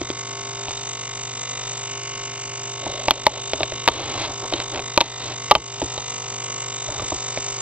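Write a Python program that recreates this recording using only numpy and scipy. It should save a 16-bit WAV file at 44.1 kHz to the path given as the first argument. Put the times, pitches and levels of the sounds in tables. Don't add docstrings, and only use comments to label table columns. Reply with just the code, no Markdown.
import sys
import numpy as np
from scipy import signal
from scipy.fft import rfft, irfft, next_fast_len
from scipy.io import wavfile
from scipy.ndimage import uniform_filter1d, map_coordinates

SR = 44100
rng = np.random.default_rng(int(sys.argv[2]) if len(sys.argv) > 2 else 0)


def generate_wav(signal):
    frames = np.transpose(np.atleast_2d(signal))
    scaled = np.clip(frames, -1, 1) * 32767
    pcm = np.round(scaled).astype(np.int16)
    wavfile.write(sys.argv[1], SR, pcm)


N = 335601
MAINS_HZ = 49.913


def amp(db):
    return 10 ** (np.asarray(db) / 20)


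def unit_rms(x):
    return x / np.sqrt(np.mean(x ** 2) + 1e-20)


def unit_peak(x):
    return x / (np.abs(x).max() + 1e-20)


def curve(rows):
    time_s, values = np.transpose(rows)
    return np.interp(np.arange(N) / SR, time_s, values)


def wobble(rate_hz):
    knots = rng.standard_normal(int(N * rate_hz / SR) + 4)
    return map_coordinates(knots, [np.arange(N) * rate_hz / SR], mode="nearest")


def filtered(x, response):
    size = next_fast_len(N + 8192)
    return irfft(rfft(x, size) * response(np.fft.rfftfreq(size, 1 / SR)), size)[..., :N]


def noise(spectrum):
    freq_hz, db = np.transpose(spectrum)
    white = rng.standard_normal(N)
    return unit_rms(filtered(white, lambda hz: amp(np.interp(np.log(hz + 1), np.log(freq_hz), db))))


def mains_cycles(peak_s=0.0139):
    return (np.arange(N) / SR - peak_s) * MAINS_HZ


def tank_harmonics(hz, spread_cycles=0.1485, bass_spread_cycles=0.2827):
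    # centre_hz, width_hz, peak_db
    resonances = [(404.5, 14.3, -43.5), (478, 246, -54), (720.6, 43, -47.5), (918, 38, -47),
                  (998, 20, -52.5), (1099, 45.4, -47.5), (1187, 69, -55.5), (1313, 47, -50.5),
                  (1497, 88, -56), (1802, 170, -57.5), (2065, 72, -48), (2340, 270, -54),
                  (2815, 102, -47.5), (2950, 120, -51), (3226, 65, -54.5), (3400, 71, -61),
                  (3666, 42.4, -41.5), (3932, 42, -50.5), (3980, 110, -64.5), (4565, 470, -57.8),
                  (5060, 290, -58.5), (5550, 290, -56), (6320, 770, -56.5), (7740, 830, -56)]
    power = sum(amp(db) ** 2 / (1 + 2 * ((hz - centre_hz) / width_hz) ** 2) ** 2
                for centre_hz, width_hz, db in resonances)
    scatter = unit_rms(uniform_filter1d(rng.standard_normal(len(hz)), size=2))
    delay_cycles = scatter * (spread_cycles + bass_spread_cycles * np.exp(-hz / 900))
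    return np.sqrt(power) * np.exp(-2j * np.pi * np.cumsum(delay_cycles))


def tank_buzz(count=150, drift=0.37, wander_rad=1.6, flutter_db=1.0, swell_db=0.72):
    # time_s, share_of_way
    mic_path = [(0, 0.3), (2.3, 0), (3.0, 1), (7.6, 0.63)]
    # freq_hz, first_db, second_db
    standing_waves = [(400, -2, 1), (1100, 1, 1.8), (2050, 1.5, -1.5), (2700, -0.5, -0.5)]
    # centre_hz, drift_share
    bands = [(1190, 0.58), (1900, 0.91), (2850, .8), (3680, 0.46), (4400, 1)]
    # time_s, gain_db
    rasp_contour = [(0, -7), (1.35, 0), (2.7, .5), (5.4, -4.5), (6.2, 2.5), (7.6, -2.5)]
    # time_s, contour_db
    whine_contour = [(0.0, -48), (1.33, -50), (1.57, -49), (2.03, -51.5), (2.33, -49.5), (2.47, -56.5),
                     (2.73, -50), (2.92, -45), (3.13, -49), (3.68, -46.5), (4.4, -48), (4.53, -47),
                     (5.9, -49), (6.37, -53), (6.86, -48.5), (7.6, -51.5)]
    hz = (np.arange(count) + 1) * MAINS_HZ
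    harmonics = tank_harmonics(hz)
    phase_cycles = mains_cycles() % 1

    def play(weights, size=8192):
        cycle = irfft(np.r_[0, weights], size) * size / np.sqrt(2)
        return np.interp(phase_cycles, np.arange(size + 1) / size, np.r_[cycle, cycle[0]])

    place = curve(mic_path)
    standing_hz, *spots_db = np.transpose(standing_waves)
    first, second = [amp(np.interp(hz, standing_hz, db)) for db in spots_db]
    whine_db = curve(whine_contour)
    gains_db = [0, 0, curve(rasp_contour), 0.5 + 1.4 * (whine_db - whine_db.mean()), 0]
    band_hz, drift_shares = np.transpose(bands)
    sways = [drift * wobble(rate_hz) for rate_hz in (1.2, 2.5, 6)]
    steady = hz < band_hz[-1]
    treble = harmonics * ~steady
    angle_rad = wander_rad * wobble(14)
    out = np.cos(angle_rad) * play(treble) + np.sin(angle_rad) * play(1j * treble)
    for selector, gain_db, drift_share in zip(np.eye(len(bands)), gains_db, drift_shares):
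        band = harmonics * np.interp(hz, band_hz, selector)
        tone = (1 - place) * play(band * steady * first) + place * play(band * steady * second)
        for sway in sways:
            tone += drift_share * sway * play(band * np.exp(2j * np.pi * rng.random(count)))
        out += amp(gain_db + swell_db * wobble(1.865) + flutter_db * wobble(30)) * tone
    return out


def cavitation_fizz(depth_db=6.5, lead_cycles=0.083, squareness=2.3, flicker_db=1.5):
    # time_s, level_db
    strength = [(0, -25), (.8, -21.5), (1.75, -21), (2.0, -23.5), (4.9, -23), (5.1, -25.5), (6.2, -20),
                (7.0, -19), (7.6, -18)]
    # freq_hz, relative_db
    spectrum = [(200, -42.5), (600, -8.5), (1500, -18), (2800, -12.5), (3750, -8.5), (4250, -25.5),
                (4700, -8), (5200, -13.5), (6100, 1), (6700, 0), (7300, 5)]
    drive = np.cos(2 * np.pi * (mains_cycles() + lead_cycles))
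    gate = amp(depth_db * np.tanh(squareness * drive) + flicker_db * wobble(40))
    return amp(curve(strength)) * unit_rms(gate * noise(spectrum))


def ringing(modes, t, tilt_db=0, scatter_db=3.24, rise_s=0.00052):
    hz, level_db, t60_s = np.transpose(modes)[:, :, None]
    waves = np.sin(2 * np.pi * (hz * t + rng.random(hz.shape)))
    sizes = amp(level_db + tilt_db + rng.normal(0, scatter_db, hz.shape) - 60 * t / t60_s)
    return unit_peak((sizes * waves).sum(0) * (1 - np.exp(-t / rise_s)))


def creak_slips(start_s=4.746, first_gap_s=0.013, gap_ratio=1.2, count=4,
                force_db=-26.5, favoured_hz=695, hardness_db=10):
    gaps_s = first_gap_s * gap_ratio ** np.arange(count - 1)
    return [(s, force_db, favoured_hz, hardness_db) for s in start_s + np.r_[0, np.cumsum(gaps_s)]]


def plastic_knocks(contact_db=2, ping_db=-20, crack_t60_s=0.0078, rattle_db=-26, rattle_t60_s=0.052,
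                   thud_db=-23.5, thud_t60_s=0.16, spread_octaves=0.82):
    # start_s, force_db, favoured_hz, hardness_db (crack over ring)
    contacts = [(0.015, -18.5, 350, -1.5), (0.102, -18.5, 350, 4.5), (0.683, -24, 740, 7.5),
                (0.708, -30.5, 850, 14), (2.865, -18, 616, -6), (3.0825, -7, 850, 3),
                (3.1081, -7.5, 740, 15.5), (3.2661, -2.5, 930, 6.5), (3.534, -11, 630, 3.5),
                (3.606, -15, 630, 0), (3.632, -18, 630, 15), (3.721, -20.5, 630, 2), (3.877, -2.5, 1000, 7),
                (3.8852, -2.5, 1100, 5.5), (4.524, -15, 740, -2), (4.537, -15, 350, 2.5),
                (4.601, -27.5, 740, 17), (4.976, -2, 990, 5), (5.0069, -19, 850, 19),
                (5.0111, -4.5, 740, 9), (5.5114, 2, 1170, 2), (5.5145, 4.5, 1170, -14),
                (5.518, -5, 1170, 2.5), (5.5517, 1, 1170, 3.5), (5.558, -9, 1170, -7),
                (5.817, -14, 850, -2), (5.825, -17, 350, -8), (5.978, -23, 850, 1),
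                (6.887, -22.5, 630, -22), (6.996, -19, 1170, 2), (7.02, -23, 560, -16),
                (7.12, -15.5, 740, -18), (7.374, -17, 560, 2)]
    # start_s, level_db
    ticks = [(0.774, -23), (4.536, -9.5), (5.0052, -5), (5.518, -4), (5.5518, -2), (5.978, -17)]
    # freq_hz, level_db, t60_s
    body_modes = [(272, -5, 0.11), (350, 1.5, 0.04), (560, 3.5, 0.026), (630, 2, 0.035), (740, -3.5, 0.029),
                  (850, -7.5, 0.066), (934, -3, 0.043), (1170, -2.5, 0.028), (1500, -8.5, 0.013)]
    # freq_hz, level_db, t60_s
    edge_modes = [(3090, -3.5, 0.034), (3780, -0.5, 0.028), (4030, 3, 0.016)]
    # freq_hz, relative_db
    crack_spectrum = [(300, -14.5), (1200, -6), (1650, -8.5), (2200, -0.5), (3000, -2.5), (3900, -2),
                      (4900, -10), (7300, -15.5)]
    # freq_hz, relative_db
    thud_spectrum = [(20, -27), (60, -8.5), (110, -13.5), (220, -22), (400, -10.5), (1500, -74)]
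    t = np.arange(SR // 5) / SR
    out = np.zeros(N + len(t))
    crack_noise = np.pad(noise(crack_spectrum), (0, len(t)))
    thud_noise = np.pad(noise(thud_spectrum), (0, len(t)))
    crack_decay = amp(-60 * t / crack_t60_s) + amp(rattle_db - 60 * t / rattle_t60_s)
    crack_envelope = crack_decay * (1 - np.exp(-t / 0.00066))
    thud_envelope = amp(-60 * t / thud_t60_s) * (1 - np.exp(-t / 0.00036))
    for start_s, force_db, favoured_hz, hardness_db in list(contacts) + creak_slips():
        span = slice(round(start_s * SR), round(start_s * SR) + len(t))
        octaves = np.abs(np.log2(np.array(body_modes)[:, :1] / favoured_hz))
        favour_db = (4 - 0.25 * force_db) * (octaves == octaves.min())
        ring = ringing(body_modes, t, favour_db - 4 * (octaves / spread_octaves) ** 2)
        crack = unit_peak(crack_noise[span] * crack_envelope) + amp(ping_db) * ringing(edge_modes, t)
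        thud = unit_peak(thud_noise[span] * thud_envelope)
        out[span] += amp(contact_db + force_db) * (ring + amp(hardness_db) * crack)
        out[span] += amp(thud_db + 0.3 * (force_db - hardness_db)) * thud
    for start_s, level_db in ticks:
        out[round(start_s * SR):][:len(t)] += amp(level_db) * ringing(edge_modes, t)
    return out[:N]


def plastic_rubbing(edge_s=0.013, grain_db=1.5, groan_db=-38.5, groan_fade_db_per_s=2.5):
    # start_s, end_s, pressure_db, grit_db (scratch over rub)
    strokes = [(2.818, 3.075, -45.5, 2.5), (3.112, 3.2, -43, 3), (3.285, 3.4, -40.5, 3.5),
               (3.57, 3.64, -35.5, -14), (3.895, 4.178, -33, 0.5), (4.178, 4.271, -30.5, 3),
               (4.278, 4.331, -33, -13), (4.43, 4.463, -32.5, -12), (4.526, 4.628, -34.5, 2.5),
               (4.72, 4.797, -33.5, -6), (5.01, 5.085, -36.5, 3), (5.199, 5.347, -36.5, 2.5),
               (6.872, 7.062, -37, -22), (7.142, 7.171, -38, -13)]
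    # freq_hz, relative_db
    rub_spectrum = [(40, -13), (110, 3), (200, -18.5), (310, 0), (480, -4.5), (620, -4), (900, -0.5),
                    (1250, -9), (1600, -14.5), (2200, -32.5), (7000, -47)]
    # freq_hz, relative_db
    scratch_spectrum = [(300, -35.5), (1000, -14), (1600, -1.5), (2400, 6), (3900, 8.5), (4800, 0),
                        (7000, -4.5)]
    # freq_hz, relative_db
    groan_spectrum = [(300, -23), (500, -11.5), (570, -2.5), (640, -6.5), (720, -8), (1100, -35.5),
                      (3000, -77.5)]
    t = np.arange(N) / SR
    rub, scratch, groan = np.zeros((3, N))
    for start_s, end_s, pressure_db, grit_db in strokes:
        sliding = (np.tanh((t - start_s) / edge_s) - np.tanh((t - end_s) / edge_s)) / 2
        rub += amp(pressure_db) * sliding
        scratch += amp(pressure_db + grit_db) * sliding
        groan += amp(groan_db - groan_fade_db_per_s * (start_s - strokes[0][0])) * sliding
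    slips = unit_rms(amp(grain_db * wobble(170)))
    return slips * (rub * noise(rub_spectrum) + scratch * noise(scratch_spectrum)
                    + groan * noise(groan_spectrum))


def room_hum(air_db=-50, waver_db=0.8, waver_rad=0.074):
    # pitch_hz, level_db
    tones = [(99.8, -59), (120, -42.5), (144, -56.5), (255, -56.5)]
    # freq_hz, relative_db
    air_spectrum = [(15, -10.5), (30, 6.5), (70, -3), (120, -1.5), (200, -4), (400, -2), (800, -19.5),
                    (1600, -19), (4000, -7.5), (7500, -45.5)]
    t = np.arange(N) / SR
    hum = sum(amp(db + waver_db * wobble(12)) * np.sin(2 * np.pi * hz * t + waver_rad * wobble(7.2))
              for hz, db in tones)
    return np.sqrt(2) * hum + amp(air_db) * noise(air_spectrum)


def scene():
    mono = tank_buzz() + cavitation_fizz() + room_hum() + plastic_knocks() + plastic_rubbing()
    return np.array([mono, mono])


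def gain_control(x, threshold=0.26, duck_db=8, load_s=0.0037, attack_s=0.0033, release_s=0.067):
    over_s = (np.abs(x[0]) > threshold) / SR
    t = np.arange(SR) / SR
    memory = np.exp(-t / release_s) * (1 - np.exp(-(t / attack_s) ** 2))
    load = signal.fftconvolve(over_s, memory)[:N] / load_s
    return x * amp(-duck_db * np.tanh(load / 2))


def record(dry):
    mic_hz, top_hz = 7430, 16000
    lag_s = np.array([[31e-6], [-31e-6]])
    narrow = filtered(dry, lambda hz: 1 / np.sqrt(1 + (hz / mic_hz) ** 56))
    clipped = np.clip(gain_control(narrow), -0.97, 0.97)
    return filtered(clipped,
                    lambda hz: np.exp(-2j * np.pi * hz * lag_s) / np.sqrt(1 + (hz / top_hz) ** 80))


dry = scene()
out = record(dry)
generate_wav(out)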